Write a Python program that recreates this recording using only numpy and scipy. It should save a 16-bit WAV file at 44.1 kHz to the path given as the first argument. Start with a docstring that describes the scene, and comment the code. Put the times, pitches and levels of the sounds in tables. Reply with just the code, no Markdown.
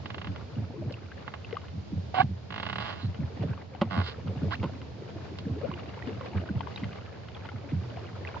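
"""Hollow thumps, plops and drips round a plastic kayak rocking on calm water, heard from aboard.
Ripples trap air pockets that boom under the hull, and small bubbles ring along the waterline.
As weight shifts, the seat and gear creak in runs of stick-slip snaps, rubber squeaks over the deck
and gear knocks on the plastic. Faint open-air hiss and a low hull hum lie underneath."""
import sys
import numpy as np
from scipy import signal
from scipy.fft import rfft, irfft
from scipy.io import wavfile
from scipy.ndimage import uniform_filter1d

SR = 44100
rng = np.random.default_rng(int(sys.argv[2]) if len(sys.argv) > 2 else 0)


def transcribe(u):
    """Save the signal u as a 16-bit wav file named by the first command-line argument.

    u: samples, shape (n,) or (channels, n), limited to [-1, 1]; the rate is SR.
    q: integer samples, one column per channel.
    """
    v = np.clip(np.atleast_2d(u).T, -1, 1)
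    q = np.round(v * 32767).astype(np.int16)
    wavfile.write(sys.argv[1], SR, q)


N = 370440

# ripples trapping air under the hull: (time [s], level [dB], pocket pitch [Hz])
LAPS = [(0.298, -25, 107.3), (.586, -22.5, 118.6), (.623, -26, 109), (.815, -29.5, 106.5),
        (0.878, -23.5, 117.6), (1.756, -33, 147.6), (1.784, -24.5, 92.3), (1.936, -23.5, 186),
        (1.979, -22.5, 100), (2.203, -26, 135), (2.245, -20.5, 143), (2.314, -24.5, 91),
        (3.052, -22.5, 116.4), (3.093, -26, 96.5), (3.205, -21.5, 163.5), (3.24, -24, 129.6),
        (3.416, -23.5, 118.3), (3.454, -21.5, 163.4), (3.509, -23.5, 123.6), (3.868, -24.5, 110.4),
        (3.991, -16.5, 95.9), (4.262, -28.5, 149.5), (4.289, -22.5, 101.5), (4.376, -26.5, 125.5),
        (4.435, -20, 165.6), (4.476, -23.5, 98.2), (4.612, -22.5, 96.3), (4.659, -25, 153),
        (5.469, -24, 193), (5.515, -22.5, 116.2), (5.696, -26, 179.5), (6.123, -30, 236),
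        (6.369, -20, 97.3), (6.511, -22, 197.6), (6.567, -21, 127.4), (6.834, -25.5, 191),
        (6.862, -25.5, 108.7), (7.557, -28.5, 115.5), (7.737, -19.5, 153), (7.77, -24, 104.3)]
# the boom of the hollow hull: (frequency [Hz], level [dB], t60 [s])
HULL_RESONANCES = [(87, 2.5, 0.34), (118.9, -8, 0.82), (187, 1, 0.15), (240, -8, 0.041)]
# the deck scatters every snap along the same paths to each microphone
DECK_SCATTER = rng.standard_normal((2, 2048))


def thumps(hull_db=-12, slap_db=-8, slap_lead_s=0.00848, slap_pull_hz=370, side_db=-1.9):
    """Each lap traps air under the hull, which booms after it; a smaller pocket slaps just ahead."""
    out, hull = np.zeros((2, N)), ring(HULL_RESONANCES)
    for s, db, hz in LAPS:
        peak_s, thump = pocket(hz, cycles=1.39, rise=1.26, glide=-0.12)
        add(out, s - peak_s, amp(db) * place(thump, side_db, rng.normal(0, 0.37)))
        add(out, s, amp(db + hull_db) * place(hull, side_db))
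        slap_hz = np.sqrt(hz * slap_pull_hz) * rng.uniform(0.912, 1.237)
        slap = pocket(slap_hz, cycles=5.14, rise=0.53, glide=-0.18)[1]
        slap = place(slap, rng.normal(0, 3), rng.normal(0, 0.56))
        add(out, s - peak_s - slap_lead_s, amp(db + slap_db) * slap)
    return out


def pocket(hz, cycles, rise, glide):
    """An air pocket swells and dies over some cycles as its pitch drifts; returns peak time and tone."""
    age = np.arange(int(6 * (cycles + rise) * SR / hz)) * hz / SR  # in cycles
    shape = (1 - np.exp(-(age / rise) ** 2)) * np.exp(-age / cycles)
    turns = np.cumsum(hz * (1 + glide * np.tanh((age - rise) / (2 * cycles)))) / SR
    return np.argmax(shape) / SR, shape / shape.max() * np.exp(2j * np.pi * turns)


def bubbles(cycles=4.4, plop_db=3, snap_db=-9, droplet_db=-11, mic_delay_s=0.00018):
    """Close water: bubbles open with a tiny snap and ring, drops tick, squeezed air gurgles upward."""
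    # the nearest plops and drips: (time [s], level [dB], pitch [Hz], left-right [dB])
    plops = [(0.911, -34, 528, 11), (0.941, -40.5, 2730, 2), (1.118, -36.5, 1490, 2), (1.447, -37, 2700, 2),
             (1.531, -28, 434, 11), (1.57, -29, 1164, 3.5), (3.435, -33, 552, -12), (3.578, -40.5, 1150, 6),
             (3.751, -34.5, 800, 10), (5.716, -32.5, 1055, -14), (5.739, -34.5, 2730, -9),
             (6.024, -35.5, 1810, -12), (6.212, -32, 1144, -11), (6.49, -37.5, 1560, 4),
             (6.608, -29.5, 954, 17), (6.673, -34, 1020, 21), (6.761, -33.5, 3870, -3),
             (6.775, -34, 2520, 5), (6.836, -34.5, 2100, 5), (7.348, -38.5, 3500, -3),
             (7.49, -33.5, 1500, 5), (7.972, -33.5, 740, 21), (8.251, -36, 1920, -1),
             (8.274, -34.5, 2470, -6)]
    # EQ that brightens a plastic snap into that of a drop: (frequency [Hz], gain [dB])
    drop_eq = [(900, -6.5), (2500, 1), (4500, 1)]
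    # drops ticking on the hull and the water: (time [s], level [dB])
    drips = [(1.509, -40), (1.615, -45), (1.683, -42.5), (3.145, -39.5), (4.816, -40), (6.608, -33.5),
             (6.778, -35.5), (6.842, -35), (6.93, -40), (7.285, -39), (7.455, -39)]
    # air pockets squeezed shut:
    # (time [s], length [s], level [dB], first pitch [Hz], last pitch [Hz], left-right [dB])
    gurgles = [(1.529, .044, -42, 490, 1074, 18), (5.626, .042, -24.5, 414, 672, 20),
               (8.359, .02, -31.5, 846, 1100, -14)]
    out = np.zeros((2, N))
    for s, db, hz, side_db in plops:
        peak_s, tone = pocket(hz, cycles * (hz / 1000) ** 0.6, rise=1.7, glide=rng.uniform(-0.16, .17))
        tone = tone * (1 + 0.42 * wobble(len(tone), hz / 2))  # the surface shakes as it rings
        lead = 2 * np.pi * hz * mic_delay_s * np.tanh(side_db / 12)
        add(out, s - peak_s, amp(db + plop_db) * place(tone, side_db, lead))
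        add(out, s - peak_s, amp(db + snap_db) * colour(snap(decay_s=0.0013, linger=0.06), drop_eq))
        for _ in range(2):  # droplets fall beside it
            droplet = pocket(rng.uniform(1200, 3600), cycles, rise=0.94, glide=0)[1]
            lands_s = s + rng.normal(0, 0.028)
            droplet = place(droplet, rng.normal(0, 4), rng.normal(0, 0.65))
            add(out, lands_s, amp(db + droplet_db) * droplet)
    for s, db in drips:
        tick = colour(snap(decay_s=0.0016, linger=0.06), [(900, -7), (2500, 1), (4500, -1)])
        add(out, s - .001, amp(db) * tick)
    for s, length, db, first_hz, last_hz, side_db in gurgles:
        progress = np.linspace(0, 1, int(length * SR))
        hz = first_hz * (last_hz / first_hz) ** progress * (1 + 0.083 * wobble(len(progress), 760))
        gurgle = np.sin(np.pi * progress) * np.exp(2j * np.pi * np.cumsum(hz) / SR)
        add(out, s, amp(db) * place(gurgle, side_db, 1.0))
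    return out


def creaks(hull_db=-10):
    """Strained plastic slips singly, then so fast that the snaps merge into a rasp; gear clicks too."""
    # lone clicks of gear on the deck: (time [s], level [dB], treble lift [dB])
    clicks = [(0.36, -36, 2), (1.278, -28, -13), (1.338, -29.5, -7), (0.923, -47, 28), (5.386, -38.5, 21)]
    # slips too fast to count, one list a slide: (time [s], level [dB], slips [1/s], brightness [0-1])
    slides = [
        [(2.56, -47, 150, 0.5), (2.795, -50, 120, 0.5), (2.803, -33.5, 120, 0.2), (2.91, -37, 190, .15),
         (2.95, -43, 170, .15), (3.06, -50, 140, .3)],
        [(2.142, -33.5, 260, 0.1), (2.21, -32, 300, 0.1), (2.235, -39, 230, 0.1)],
        [(3.9, -45, 224, 0), (4.03, -45.5, 290, 0.7), (4.08, -36, 250, 0.68), (4.135, -49, 227, 0.6)],
        [(4.507, -28, 190, 0.1), (4.515, -36, 295, 0), (4.54, -36.5, 240, 0.6), (4.562, -53, 280, 0.3)],
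    ]
    out = np.zeros((2, N))
    hull = place(ring(HULL_RESONANCES[1:]), 0)
    for s, db, decay_s, sweep_s, bite_db in slips():
        add(out, s, amp(db + hull_db) * hull)  # each slip nudges the upper modes of the hull
        tick = colour(snap(decay_s, sweep_s, linger=0.15), [(1400, 0.0014), (2850, bite_db), (5500, 0)])
        add(out, s - sweep_s / 2, amp(db + rng.normal(0, 0.04)) * tick)
    for s, db, treble_db in clicks:
        click = colour(snap(decay_s=0.0029, linger=0.24), [(2000, 0), (6500, treble_db)])
        add(out, s - .001, amp(db) * click)
    for rows in slides:
        t = np.arange(rows[0][0], rows[-1][0], 1 / SR)
        db, per_s, bright = curve(rows, t)
        slip_count = np.cumsum(per_s * np.exp(.2 * wobble(len(t), 200))) / SR
        rasp = np.zeros((2, len(t)))
        for onset in np.flatnonzero(np.diff(np.floor(slip_count), prepend=-1)):
            add(rasp, onset / SR, snap(decay_s=0.0036) * rng.uniform(0.39, 1))
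        sharp_rasp = colour(rasp, [(1000, -11.5), (2800, -6.5), (3800, 4.5), (5100, 7.5)])
        add(out, t[0], amp(db) * unit((1 - bright) * unit(rasp) + bright * unit(sharp_rasp)))
    return out


def slips():
    """Yields the single slips of each creak, their gaps shrinking or growing steadily."""
    # strained plastic ticking in runs: (time [s], length [s], slips [1/s], speeding up [-1 to 1],
    # first level [dB], last level [dB], slip decay [s], bass lag [s], bite near 3 kHz [dB])
    runs = [(0.058, .213, 28, .32, -31.5, -34.5, 0.0046, 0.0018, 3),
            (2.505, .094, 54, -.05, -32.5, -28.5, 0.0055, 0.002, 2.5),
            (2.629, .154, 32.5, .19, -26, -25.5, 0.0058, 0.0036, 1.5),
            (2.654, .035, 28, 0, -34, -33, 0.0014, .002, 4),
            (3.909, .105, 86, -.14, -27.5, -25.5, 0.003, .0055, -7)]
    for s, length, per_s, hurry, first_db, last_db, decay_s, sweep_s, bite_db in runs:
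        for progress in np.linspace(0, 1, 1 + round(length * per_s)):
            onset_s = s + length * progress * (1 + hurry * (1 - progress))
            yield onset_s, first_db + progress * (last_db - first_db), decay_s, sweep_s, bite_db


def snap(decay_s, sweep_s=0.002842, linger=0.32, linger_s=0.014, bend_hz=1300, variety=.45):
    """One snap through the plastic: bending waves bring the treble first, then the panel rings out."""
    # the ring of the deck panel: (frequency [Hz], level [dB], t60 [s])
    deck_modes = [(744, -2, 0.037), (868, -2, 0.051), (1122, -1, 0.047), (1512, -3, 0.028),
                  (2083, -1.5, 0.055), (2470, -7, 0.027), (2930, -5.5, 0.033)]
    # the tone of the plastic: (frequency [Hz], gain [dB])
    plastic_eq = [(100, -7.5), (450, -2), (660, 1.5), (860, 3.5), (1020, 0), (1250, 5), (1600, 1),
                  (1800, -4.5), (2070, -1), (2360, -8), (2850, -1.5), (3200, -3.5), (3500, -9), (4000, -10),
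                  (4450, -13.5), (5100, -19.5), (6200, -39)]
    size = DECK_SCATTER.shape[1]
    t, hz = np.arange(size) / SR, np.fft.rfftfreq(size, 1 / SR)
    fade = np.exp(-t / decay_s) + linger * np.exp(-t / linger_s)
    burst = (DECK_SCATTER + variety * rng.standard_normal((2, size))) * fade
    burst = burst + 0.47 * burst[::-1]  # each microphone also hears the other's paths
    burst += amp(-15) * ring(deck_modes, spread=0.0053)[:size].real
    burst[:, 0] += 1.2  # the direct hit
    delay_s = sweep_s * np.sqrt(bend_hz / (hz + bend_hz / 2))
    dispersion = np.exp(-2j * np.pi * np.cumsum(delay_s) * hz[1])
    sound = colour(irfft(flat_spectrum(burst) * dispersion), plastic_eq)
    return sound / np.sqrt((sound ** 2).sum(1, keepdims=True) / (0.0031 * SR))  # equal energy per snap


def squeaks(jitter=0.055, flutter_db=6, level_db=1, buzz_db=6, purity_db=-4):
    """Rubber sticks and slips; the deck brings out the second partial, more so as the grip tightens."""
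    # rubber dragging over the deck, one list a squeak: (time [s], level [dB], pitch [Hz])
    drags = [
        [(2.141, -40.5, 383), (2.146, -31, 380.6), (2.175, -29, 371.5), (2.186, -23, 372.6), (2.195, -29, 363),
         (2.203, -10.5, 373), (2.213, -17, 384), (2.23, -42, 410)],
        [(3.012, -55, 2040), (3.02, -37, 2080), (3.035, -49, 2050), (3.08, -52, 1970)],
        [(4.512, -41.5, 342), (4.529, -31.5, 601), (4.547, -40.5, 960), (4.558, -39, 1485)],
    ]
    # the squeak's harmonics: (multiple of the pitch, level [dB])
    partials = [(1, -30.5), (2, 3), (3, -12.5), (4, -12), (6, -19), (8, -16.5), (10, -24), (12, -25)]
    out = np.zeros((2, N))
    for rows in drags:
        t = np.arange(rows[0][0], rows[-1][0], 1 / SR)
        db, hz = curve(rows, t)
        loose = 1 - 0.5 * amp(db - db.max())  # the grip steadies as it tightens
        turns = np.cumsum(hz * (1 + jitter * loose * wobble(len(t), 900))) / SR
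        upper_db = purity_db + buzz_db * loose
        tone = np.zeros(len(t))
        for k, partial_db in partials:
            gain = amp(partial_db + upper_db * (k > 2) + flutter_db * loose * wobble(len(t), 300))
            rolloff = 1 + (k * hz / 3200) ** 4
            tone += gain / rolloff * np.cos(2 * np.pi * (k * turns + rng.random()))
        add(out, t[0], amp(db + level_db) * tone)
    return out


def from_deck(x):
    """Carries a sound from the creaking spot to the microphones, each band with its own stereo image."""
    # the path over the deck: (frequency [Hz], left-right [dB], left phase lead [rad])
    deck_path = [(150, -3, 0.5), (620, -8, 1.8), (1000, -7.5, 0.75), (1280, -12, 0.9), (1750, -7.5, 0.36),
                 (2070, -5, 0), (2400, -1, -1.9), (2850, -1, -2), (3500, -4, -2.5), (4400, -12.5, -2)]
    side_db, lead = curve(deck_path, np.fft.rfftfreq(N, 1 / SR))
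    half = np.array([[.5], [-.5]])
    gains = amp(half * side_db)
    gains /= np.sqrt((gains ** 2).mean(0))
    return irfft(rfft(x) * gains * np.exp(1j * half * lead), N)


def knocks(body_db=-5, scuff_db=-13, scuff_lead_s=.006, hull_db=-20):
    """Gear bumps the boat: a short scuff, then the dull ring of the deck and a faint hull boom."""
    # each bump: (time [s], level [dB])
    bumps = [(3.818, -13), (3.823, -19), (3.981, -28), (4.633, -22.5), (4.643, -22)]
    # the dull ring of the struck deck: (frequency [Hz], level [dB], t60 [s])
    body_modes = [(204, 0.5, .07), (345, -0.5, 0.053), (529, -1.5, 0.045), (823, 0, 0.029),
                  (1025, -5.5, .055), (1310, -12.5, .055), (2137, -25.5, .06)]
    out = np.zeros((2, N))
    for s, db in bumps:
        add(out, s - scuff_lead_s, amp(db + scuff_db) * snap(decay_s=0.0041) * amp([[-2], [2]]))
        body = amp(body_db) * ring(body_modes, spread=0.058) + amp(hull_db) * ring(HULL_RESONANCES)
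        add(out, s, amp(db) * place(body, -1.5, 0.18))
    return out


def lapping(slosh_db=-3, trickle_db=-5, murmur_db=-50, splash_db=-1, stir_db=-28.5, stir_s=0.022):
    """Ripples slosh, trickle and splash; each lap stirs more slosh, and the hull murmurs with it."""
    # how busy the ripples are: (time [s], slosh [dB], trickle [dB])
    ripples = [(0, -51, -55.5), (.5, -47.5, -52), (.87, -37, -55), (1.05, -55, -54.5), (1.5, -58, -52),
               (2, -72, -66), (3.15, -57, -54), (3.45, -38, -46), (3.65, -51, -51.5), (4.4, -42, -49.5),
               (4.8, -48.5, -52), (5.25, -42.5, -52), (5.45, -40, -53), (5.68, -37.5, -44.5),
               (5.95, -49.5, -45.5), (6.13, -37, -45), (6.6, -43, -45.5), (7.1, -57.5, -49.5),
               (7.5, -48, -48.5), (7.85, -45, -50), (8.39, -43, -42.5)]
    # thin sheets of breaking water: (frequency [Hz], gain [dB])
    splash_eq = [(200, -26.5), (450, 6.5), (1000, -4.5), (2200, -11), (4500, -18), (7000, -36.5)]
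    t = np.arange(N) / SR
    slosh_level, trickle_level = amp(curve(ripples, t))
    steps = t[::100]
    stir_power = sum(amp(db + stir_db) ** 2 * np.exp(-((steps - s) / stir_s) ** 2) for s, db, _ in LAPS)
    slosh_level = np.sqrt(slosh_level ** 2 + np.interp(t, steps, stir_power))
    clumps = unit(amp(2.8 * wobble(N, 40)))
    splash = unit(colour(rng.standard_normal((2, N)) * amp(2.8 * wobble(N, 200)), splash_eq))
    slosh = swarm(242.1, 782.4, per_s=190, cycles=3.86, scatter_db=5)
    murmur = swarm(85, 260, per_s=80, cycles=2.8, scatter_db=2.5)
    trickle = swarm(799, 3000, per_s=340, cycles=3.76, scatter_db=4)
    return (slosh_level * amp(slosh_db) * slosh
            + unit(slosh_level) * amp(murmur_db) * murmur
            + trickle_level * clumps * (amp(trickle_db) * trickle + amp(splash_db) * splash))


def swarm(low_hz, high_hz, per_s, cycles, scatter_db, mic_delay_s=0.000084, pitches=48):
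    """Countless small bubbles ring all round the waterline, at rms 1."""
    out = np.zeros((2, N))
    for hz in np.geomspace(low_hz, high_hz, pitches):
        tone = pocket(hz, cycles * rng.uniform(0.5, 2.33), rise=0.64, glide=rng.uniform(-0.22, 0.24))[1]
        tone = tone * (1 + .5 * wobble(len(tone), hz / 2))
        side = rng.uniform(-0.72, 1)
        grain = place(tone, 8 * side, 2 * np.pi * hz * mic_delay_s * side) * (low_hz / hz) ** 0.2
        for when, faintness in rng.random((200, 2))[:int(per_s * N / SR / pitches)]:
            add(out, when * N / SR, grain * amp(-scatter_db * np.log(faintness + 0.019)))
    return unit(out)


def air(level_db=-40.5, swell_db=1):
    """Faint open-air hiss over the steady low hum of the hollow hull."""
    # hum and hiss: (frequency [Hz], gain [dB])
    air_eq = [(15, -53.5), (25, -19), (62, -3), (102, -2), (155, -13), (190, -11), (253, -17.5),
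              (628, -22), (1250, -33), (2070, -35), (4660, -36), (6670, -43.5), (7520, -51.5),
              (9780, -85), (16500, -120)]
    # how alike the two sides are: (frequency [Hz], coherence [0-1])
    likeness = [(60, 0.69), (150, 0.78), (300, 0), (700, 0), (2000, 0.14), (7000, 0)]
    left, unrelated = rfft(rng.standard_normal((2, N)))
    coherence = read(likeness, np.fft.rfftfreq(N, 1 / SR))
    right = coherence * left + np.sqrt(1 - coherence ** 2) * unrelated
    noise = colour(irfft(np.array([left, right]), N), air_eq)
    return amp(level_db + swell_db * wobble(N, 3.82)) * unit(noise) * amp([[-.7], [.7]])


def ring(modes, spread=0):
    """Damped modes after one blow, each detuned at random by the fraction spread."""
    t = np.arange(SR // 3) / SR
    return -1j * sum(amp(db - 60 * t / t60)
                     * np.exp(2j * np.pi * hz * (1 + spread * rng.standard_normal()) * t)
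                     for hz, db, t60 in modes)


def place(tone, side_db, lead=0):
    """Pans a complex tone: the left is side_db louder and lead radians ahead."""
    gains = amp(np.array([[side_db], [-side_db]]) / 2)
    return (unit(gains) * np.exp(np.array([[.5j], [-.5j]]) * lead) * tone).real


def wobble(size, hz):
    """Smooth random drift of rms about 1 that changes hz times a second."""
    return np.interp(np.arange(size) * hz / SR, np.arange(size), rng.standard_normal(size)) * np.sqrt(1.5)


def colour(x, points):
    """Equalises x with a curve of (frequency [Hz], gain [dB])."""
    return irfft(rfft(x) * amp(read(points, np.fft.rfftfreq(x.shape[-1], 1 / SR))), x.shape[-1])


def flat_spectrum(x, bins=25):
    """The spectrum of x with its broad humps evened out and its fine ripple kept."""
    spectrum = rfft(x)
    return spectrum / np.sqrt(uniform_filter1d(abs(spectrum) ** 2, bins) + 1e-12)


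def read(points, hz):
    """Reads a spectrum on a log-frequency axis."""
    f, value = np.transpose(points)
    return np.interp(np.log(hz + 1), np.log(f + 1), value)


def curve(rows, at):
    """Interpolates the other columns of a table along its first."""
    axis, *columns = np.transpose(rows)
    return [np.interp(at, axis, column) for column in columns]


def add(mix, s, sound):
    """Mixes a sound in at time s."""
    part = mix[:, max(round(s * SR), 0):][:, :sound.shape[-1]]
    part += sound[..., :part.shape[1]]


def amp(db):
    """Decibels to gain."""
    return 10 ** (np.asarray(db) / 20)


def unit(x):
    """Scales to rms 1."""
    return x / np.sqrt(np.mean(x ** 2) + 1e-20)


def scene():
    """Water, boat and air together."""
    return thumps() + bubbles() + lapping() + from_deck(creaks() + squeaks()) + knocks() + air()


def record(dry):
    """The microphone loses the deep bass and everything above 7.5 kHz."""
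    mic_eq = [(30, -23.5), (50, -20.5), (62, -26), (75, -0.5), (5000, -1.5), (6000, -4.5), (7400, -3)]
    lowpass = signal.firwin(511, 7500, window=("kaiser", 9), fs=SR)
    return signal.oaconvolve(colour(dry, mic_eq), lowpass[None], "same")


dry = scene()
out = record(dry)
transcribe(out)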